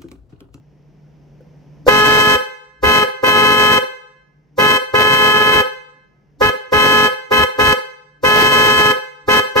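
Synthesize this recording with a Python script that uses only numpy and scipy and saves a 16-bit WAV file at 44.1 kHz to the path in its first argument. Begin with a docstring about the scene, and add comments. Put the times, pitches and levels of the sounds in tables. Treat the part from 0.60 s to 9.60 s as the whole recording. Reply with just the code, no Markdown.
"""In a bare room, two electric snail horns about a third apart sound twelve toots and blasts.
A wire touched to a battery kicks their diaphragms into swing; air hisses along, and the room rings on.
They overload the close stereo microphone: it bends the wave and adds a low buzz of difference tones.
Dull thumps come with some blasts, and faint twitches come before the first one.
The gain control ducks the low room rumble under the blasts and lets it swell back in the pauses."""
import sys
import numpy as np
from scipy import signal
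from scipy.fft import rfft, irfft, next_fast_len
from scipy.io import wavfile
from scipy.ndimage import uniform_filter1d, map_coordinates

SR = 44100
rng = np.random.default_rng(int(sys.argv[2]) if len(sys.argv) > 2 else 0)


def write(x):
    x = np.atleast_2d(x).T
    wavfile.write(sys.argv[1], SR, np.round(np.clip(x, -1, 1) * 32767).astype(np.int16))


N = 396900  # samples: 9 s

TOP_HZ = 15750  # upper limit of the horns' harmonics and of the finished sound
BUILD_UP_S = 0.02  # time rendered ahead of each contact, for the first small strokes


def amp(db):
    """Turn decibels into a plain gain factor."""
    return 10 ** (np.asarray(db) / 20)


def unit(x):
    """Scale a sound to an average (rms) strength of 1."""
    return x / np.sqrt(np.mean(x ** 2) + 1e-20)


def along(points, hz):
    """Read a curve of (f/Hz, value) points, with straight lines on a log frequency axis."""
    f, v = np.transpose(points)
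    return np.interp(np.log(hz + 1), np.log(f + 1), v)


def wobble(rate, size):
    """Make a smooth random curve with rate knots a second, size samples long."""
    knots = rng.standard_normal(int(size * rate / SR) + 4)
    return map_coordinates(knots, [np.arange(size) * rate / SR])


def filtered(x, response):
    """Multiply each frequency in x by the gain that response gives for it."""
    padded = next_fast_len(N + SR // 2)
    spectrum = rfft(x, padded) * response(np.fft.rfftfreq(padded, 1 / SR))
    return irfft(spectrum, padded)[..., :N]


def noise(spectrum, width):
    """Colour stereo noise to rms 1; width is the side (left-right difference) over the middle."""
    mid, side = filtered(rng.standard_normal((2, N)), lambda hz: amp(along(spectrum, hz)))
    return unit(np.array([mid + width * side, mid - width * side]))


def add(track, s, sound):
    """Mix a sound into a track, starting at s seconds."""
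    part = track[..., round(s * SR):][..., :sound.shape[-1]]
    part += sound[..., :part.shape[-1]]


def background():
    """Steady room rumble, made of coloured noise, with a low hum that wavers in pitch and level."""
    # colour of the rumble: (f/Hz, relative level/dB per Hz)
    rumble_colour = [(15, -48.5), (25, -18.5), (48, -9.5), (98, -28), (146, -11.5), (224, -20), (335, -22),
                     (415, -23), (543, -29), (1030, -36), (1120, -41.5), (1910, -40.5), (3000, -44),
                     (4000, -54), (5600, -48), (8000, -60.5), (15000, -65.5)]
    rumble_db, hum_db = -67, -66  # levels ahead of the microphone
    t = np.arange(N) / SR
    hum = np.sin(2 * np.pi * 147.5 * t + 0.5 * wobble(6.2, size=N))
    hum = hum * amp(1.5 * wobble(2.3, size=N))
    return amp(rumble_db) * noise(rumble_colour, width=0.46) + amp(hum_db) * hum


def room(x):
    """A bare room answers: near walls first, then a tail in which each frequency dies at its own speed."""
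    # time in which the tail alone falls by 60 dB: (f/Hz, time/s)
    decay_times = [(150, 1), (500, 0.67), (1500, 0.78), (3000, 0.63), (6000, 0.72), (14000, 0.39)]
    hz, t, z = signal.stft(rng.standard_normal((2, SR)), SR, nperseg=256)
    near_walls = amp(17 * np.exp(-t / 0.13)) * (1 - np.exp(-t / 0.022))
    decay = amp(-60 * t / along(decay_times, hz)[:, None])
    tail = signal.istft(z * decay * near_walls, SR, nperseg=256)[1]
    echo = signal.fftconvolve(x, tail / np.linalg.norm(tail[0]), axes=1)[:, :N]
    # long-lived bands are turned down so that every band returns with much the same energy
    return filtered(echo, lambda f: np.sqrt(along(decay_times, 1400) / along(decay_times, f)))


def thumps():
    """Each dull thump is a short swell of low noise that rises and falls like half a sine wave."""
    # mostly as a blast starts or ends: (start t/s, length/s, level/dB)
    thump_list = [(1.712, 0.072, -32.5), (2.225, 0.1, -23), (4.94, 0.092, -25), (5.81, .1, -22),
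                  (6.12, .13, -25), (6.743, 0.13, -28.5), (6.99, 0.15, -25.5), (7.633, 0.073, -27),
                  (8.122, .12, -28.5)]
    # colour of the thumps: (f/Hz, relative level/dB per Hz)
    thump_colour = [(15, -13), (40, -3.5), (75, -1), (110, -6.5), (200, -23), (600, -68), (2000, -120)]
    envelope = np.zeros(N)
    for s, length, db in thump_list:
        swell = np.sin(np.linspace(0, np.pi, int(length * SR)))
        add(envelope, s, amp(db) * swell)
    return envelope * noise(thump_colour, width=0.7)


def grazes():
    """The wire only grazes the terminal: a jolt of current sparks and makes the diaphragms ring briefly."""
    # the twitches: (t/s, level/dB)
    graze_list = [(.806, -54.5), (.866, -64), (1.266, -23.5)]
    track, t = np.zeros((2, N)), np.arange(SR // 4) / SR
    ring = np.sin(2 * np.pi * 505 * t) * amp(-60 * t / 0.063)
    ring += 0.097 * np.sin(2 * np.pi * 1500 * t) * amp(-60 * t / 0.065)
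    for s, db in graze_list:
        spark = amp(-25.5 - 60 * t / 0.06) * rng.standard_normal((2, len(t)))
        add(track, s, amp(db) * (ring + spark) * (1 - np.exp(-t / 0.0009)))
    return track


def air(tone):
    """Air hisses in the flares: noise that gets louder and softer in step with the horns' swing."""
    # colour of the hiss: (f/Hz, relative level/dB per Hz)
    air_colour = [(30, -18), (60, -12), (110, -11), (450, 2), (900, -6), (2000, -9), (3500, -13.5),
                  (5000, -18), (6500, -21), (8000, -40), (10000, -25.5), (13000, -21), (15700, -22.5)]
    # square root of the smoothed power: the strength of the swing
    swing = np.sqrt(np.abs(uniform_filter1d(np.mean(tone ** 2, axis=0), size=40)))
    return amp(-14.5 + 2.5 * wobble(40, size=N)) * swing * noise(air_colour, width=0.41)


def cycle(orders, harmonics, flare, turns):
    """Add up harmonics into one stereo wave cycle, then read it at a phase counted in turns."""
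    left_db, right_db, lead = harmonics  # lead: how far the left is ahead, in radians
    grid = np.arange(2 ** 10) / 2 ** 10
    # the flare delays the overtones and spreads each pulse
    angle = 2 * np.pi * grid[:, None] * orders - flare * orders ** 2
    ears = [np.cos(angle + lead / 2) @ amp(left_db), np.cos(angle - lead / 2) @ amp(right_db)]
    return np.sqrt(2) * np.array([np.interp(turns, grid, ear, period=1) for ear in ears])


def toot(length, hz, harmonics, edge, jitter, flutter_db, scoop, sag, coast, flare, kick_db, free_db):
    """One horn, fed for length seconds: a contact breaker keeps the diaphragm slamming at its own pitch."""
    ring_out_s = 0.25  # added to the length; it holds the build-up and the ringing after release
    bloom_s_per_khz = 0.0046  # each overtone arrives later the higher it is
    t = np.arange(int((length + ring_out_s) * SR)) / SR - BUILD_UP_S
    fed, released = np.maximum(t, 0), np.maximum(t - length, 0)
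    free = 1 - np.exp(-released / 0.0045)
    # the pitch starts flat, wavers with the breaker, and drops when the diaphragm swings free
    bend = -scoop * np.exp(-fed / 0.014) - sag * free
    waver = jitter * (wobble(170, size=len(t)) + 0.38 * wobble(16, size=len(t)))
    turns = np.cumsum(hz * (1 + bend + waver)) / SR

    def swing(late, rise, fall):
        """Grow around late seconds after contact and die away after release."""
        return np.exp(-released / fall) * (1 + np.tanh((t - late) / rise)) / 2

    orders, columns = np.arange(1, int(TOP_HZ / hz) + 1), np.transpose(harmonics)
    # the fundamental has its own level while the diaphragm is not yet, or no longer, slamming
    fundamental = cycle(orders[:1], columns[:, :1], flare, turns) * swing(0.0053, 0.0023, coast)
    fundamental *= amp(kick_db * np.exp(-fed / 0.013) + free_db * free - 2.5)
    # once free, diaphragm and air column trade energy, so the note dies in lumps
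    fundamental *= np.cos(np.pi * released / 0.064)

    # overtones need a wide swing and are the first to go
    overtones = 0
    for k in range(1, len(harmonics)):
        late = 0.0029 + bloom_s_per_khz * orders[k] * hz / 1000
        overtone = cycle(orders[[k]], columns[:, [k]], flare, turns)
        overtones = overtones + overtone * swing(late, 0.0049, 0.0069)

    # the rasp is all the harmonics above the listed ones
    high = orders[len(harmonics):]
    edge_db = along(edge, high * hz)
    rasp = cycle(high, (edge_db, edge_db - 2.0, high * hz / 7000), flare, turns)
    rasp = rasp * swing(0.012, 0.01, 0.0088)

    # no two strokes are equally hard
    strokes = amp(flutter_db * (wobble(300, size=len(t)) + 1.81 * wobble(40, size=len(t))))
    return strokes * (fundamental + overtones + rasp)


def horns():
    """Both horns share the wire and sound together; the pitch of the low one wavers more."""
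    # wire on the battery: (on t/s, off t/s, high horn gain/dB, low horn gain/dB,
    # low horn pitch f/Hz, extra rasp/dB)
    blasts = [(1.275, 1.755, 4.5, 8.5, 424, 2), (2.227, 2.432, 2, 5, 422.9, 0),
              (2.628, 3.18, 2.5, 3.5, 423.0, 0), (3.978, 4.174, 0.5, 1.5, 423.7, 0.5),
              (4.334, 5.009, 2, 2.5, 424.9, -1), (5.807, 5.893, 2, 4, 425.4, -0.5),
              (6.118, 6.475, 3.5, 5.5, 423.9, 0.5), (6.707, 6.838, 0.5, 2, 424, 0),
              (6.981, 7.13, 2, 4.5, 425, 2), (7.632, 8.317, 3.5, 5.5, 424.7, 1.5),
              (8.678, 8.798, 3.5, 5.5, 424.5, 1.5), (8.953, 9.100, 4, 5.5, 425.3, 0)]
    # first eight harmonics before the blast's gain: (left level/dB, right level/dB, left lead/rad)
    low_harmonics = [(-24, -23.5, 0.8), (-25.5, -26, 1.7), (-24, -20.5, 0.71), (-24.5, -17, 1.7),
                     (-29.5, -31.5, 1.35), (-31, -38.5, 1.26), (-31.5, -35.5, 4), (-44, -42, -3.5)]
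    high_harmonics = [(-22.5, -20.5, 1.57), (-18.5, -20, 0.63), (-18.5, -30, 2.45), (-25.5, -16, 2.7),
                      (-21, -23, 1.7), (-18, -23, 2.1), (-33, -37, 2.8), (-34.5, -29.5, 3.7)]
    # their higher harmonics, before the blast's gain and extra rasp: (f/Hz, level of each/dB)
    low_edge = [(3800, -44.5), (5000, -46), (6400, -62), (8000, -67), (11000, -69.5), (15500, -62)]
    high_edge = [(4600, -39.5), (5200, -45.5), (5700, -38.5), (6700, -42.5), (7250, -44.5), (7800, -35.5),
                 (8300, -45.5), (9300, -40), (10500, -55.5), (12400, -44.5), (14500, -49.5), (15600, -54)]
    high_hz = 517.5  # the high horn keeps the same note from blast to blast
    tone = np.zeros((2, N))
    for on, off, high_db, low_db, low_hz, rasp_db in blasts:
        low_rasp = [(hz, level + rasp_db) for hz, level in low_edge]
        high_rasp = [(hz, level + rasp_db) for hz, level in high_edge]
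        low = toot(off - on, low_hz, low_harmonics, low_rasp, jitter=0.0033, flutter_db=1.26,
                   scoop=0.03966, sag=0.024, coast=0.029, flare=0.3515, kick_db=8.0, free_db=-4.5)
        high = toot(off - on, high_hz, high_harmonics, high_rasp, jitter=0.00078, flutter_db=1.04,
                    scoop=0.02403, sag=0.012, coast=0.036, flare=0.7, kick_db=19.5, free_db=10.0)
        add(tone, on - BUILD_UP_S, amp(low_db) * low + amp(high_db) * high)
    return tone * amp([[0.4], [-0.4]])  # left a little louder than right


def scene():
    """Mix the horns close by with their hiss and thumps, and the room behind them."""
    tone = horns()
    direct = tone + grazes()
    return direct + air(tone) + thumps() + amp(-10.5) * room(direct) + background()


def overload(x, push, pull, knee):
    """The microphone saturates sooner on one side of the wave than on the other."""
    top = np.where(x > 0, push, pull)
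    return x / (1 + np.abs(x / top) ** knee) ** (1 / knee)


def gain_control(x):
    """Blasts turn the gain far down; in the pauses it creeps back and the room's rumble swells."""
    limit_db, opening_cut_db = -9.5, 11  # level it holds; it opens already a little turned down
    attack_db_per_s, look_ahead_s, recover_s = 646.5, 0.0079, 1.25
    t = np.arange(N) / SR
    power = np.abs(uniform_filter1d(np.mean(x ** 2, axis=0), size=400))
    level_db = 10 * np.log10(power + 1e-12)
    excess_db = np.interp(t + look_ahead_s, t, level_db) - limit_db
    # the largest cut so far, shrinking steadily as it recovers
    recovery, ramp = np.exp(-t / recover_s), attack_db_per_s * t
    wanted_db = recovery * np.maximum.accumulate(np.maximum(excess_db / recovery, opening_cut_db))
    # the cut can only grow so fast, so the first blast overshoots
    cut_db = np.minimum.accumulate(wanted_db - ramp) + ramp
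    return x * amp(-cut_db)


def record(dry):
    """Apply the overloaded microphone, its colour, gain control, full scale and the band limit."""
    # difference tones of the overloaded microphone: (f/Hz, gain/dB)
    buzz_colour = [(20, -23.5), (50, -20), (100, -4), (180, -2.5), (290, 3), (420, -23.5), (700, -12.5),
                   (1400, -22.5), (4000, -37)]
    # colour of the microphone: (f/Hz, gain/dB)
    mic_colour = [(25, -14), (60, 2.5), (120, 3.5), (300, 1), (600, 2.5), (3000, -1), (5800, 2), (7300, -4),
                  (9500, -5), (13000, 1.5), (15700, -2.5)]
    bent = overload(dry, push=0.68, pull=1.14, knee=4.2)
    # squaring beats the two horns' harmonics against each other into a low buzz
    buzz = filtered(bent ** 2, lambda hz: amp(along(buzz_colour, hz)))
    sound = filtered(bent - amp(3) * buzz, lambda hz: amp(along(mic_colour, hz)))
    sound = gain_control(amp(22.5) * sound)
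    return filtered(np.clip(sound, -1, 1), lambda hz: (1 - np.tanh((hz - TOP_HZ) / 60)) / 2)


dry = scene()
out = record(dry)
write(out)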